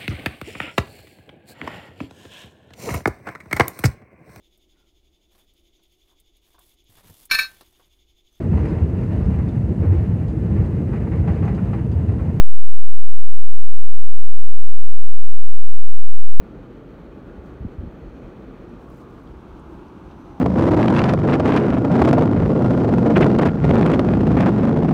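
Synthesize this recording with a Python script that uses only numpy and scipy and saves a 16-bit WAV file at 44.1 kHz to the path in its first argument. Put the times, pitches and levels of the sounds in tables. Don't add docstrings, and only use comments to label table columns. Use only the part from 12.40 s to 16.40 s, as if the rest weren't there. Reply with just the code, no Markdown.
import sys
import numpy as np
from scipy import signal
from scipy.fft import rfft, irfft
from scipy.io import wavfile

SR = 44100
rng = np.random.default_rng(int(sys.argv[2]) if len(sys.argv) > 2 else 0)


def store_wav(level_fs):
    pcm = np.round(np.clip(np.atleast_2d(level_fs), -1, 1) * 32767)
    wavfile.write(sys.argv[1], SR, pcm.T.astype(np.int16))


N = 176400

DIP_HZ = 4.675


def offset():
    resting_level, dip_db = -.9672, -56
    return resting_level - from_db(dip_db) * swells(first_s=.003, width_s=.017)


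def hum():
    # pitch_hz (before rounding), level_db
    hum_tones = [(129, -97), (172, -76.5), (215, -76.3), (258, -83), (301, -88), (345, -94), (388, -100.3),
                 (431, -108.7), (517, -112), (560, -108), (603, -110.5)]
    pulse_hz, first_pulse_s = 43.066, .0195
    ring_s, ring_hz = .0012, 172
    t = seconds() - first_pulse_s
    pulses = np.zeros(N)
    for pitch_hz, level_db in hum_tones:
        delay_s = ring_s * (ring_hz / pitch_hz) ** 2
        pulses -= harmonic(pitch_hz, level_db, pulse_hz, t - delay_s)
    return pulses


def whine():
    # pitch_hz (before rounding), level_db
    whine_tones = [(2756, -79.5), (5512, -73.5), (6891, -99), (8269, -91.5), (9647, -99.8), (11025, -83.5),
                   (13781, -103.6), (15159, -107)]
    base_hz = 1378.125
    flutter_depth, flutter_hz = .045, 55
    hz, t = np.fft.rfftfreq(N, 1 / SR), seconds()
    steady = sum(harmonic(pitch_hz, level_db, base_hz, t) for pitch_hz, level_db in whine_tones)
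    flutter = 1 + flutter_depth * shaped_noise(1 / np.sqrt(1 + (hz / flutter_hz) ** 4))
    throb_tone = harmonic(pitch_hz=8269, level_db=-101.5, base_hz=base_hz, t=t)
    throb = swells(first_s=.081, width_s=.01) * throb_tone
    stray = tone(pitch_hz=3900, level_db=-113.6, t=t)
    return flutter * steady + throb + stray


def hiss():
    # pitch_hz, level_db (per Hz)
    noise_curve = [(10, -103), (60, -106), (120, -112), (170, -123), (210, -143), (600, -144),
                   (900, -142.5), (5000, -145), (5300, -136), (6100, -136), (6400, -145), (16000, -145)]
    pitch_hz, level_db = np.transpose(noise_curve)
    hz = np.maximum(np.fft.rfftfreq(N, 1 / SR), 1)
    gains = from_db(np.interp(np.log(hz), np.log(pitch_hz), level_db))
    overall_level = np.sqrt(np.sum(gains ** 2) * SR / N)
    return overall_level * shaped_noise(gains)


def swells(first_s, width_s):
    cycles = (seconds() - first_s) * DIP_HZ
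    from_top_s = ((cycles + .5) % 1 - .5) / DIP_HZ
    return np.exp(-.5 * (from_top_s / width_s) ** 2)


def harmonic(pitch_hz, level_db, base_hz, t):
    return tone(np.round(pitch_hz / base_hz) * base_hz, level_db, t)


def tone(pitch_hz, level_db, t):
    return np.sqrt(2) * from_db(level_db) * np.sin(2 * np.pi * pitch_hz * t)


def shaped_noise(gains):
    noise = irfft(rfft(rng.standard_normal(N)) * gains, N)
    return noise / np.std(noise)


def from_db(db):
    return 10 ** (np.asarray(db) / 20)


def seconds():
    return np.arange(N) / SR


def scene():
    return (offset() + hum() + whine() + hiss())[None]


def record(dry):
    treble_cut = signal.cheby2(14, 60, 21000, fs=SR, output="sos")
    start_level = dry[:, :1]
    return start_level + signal.sosfilt(treble_cut, dry - start_level)


dry = scene()
out = record(dry)
store_wav(out)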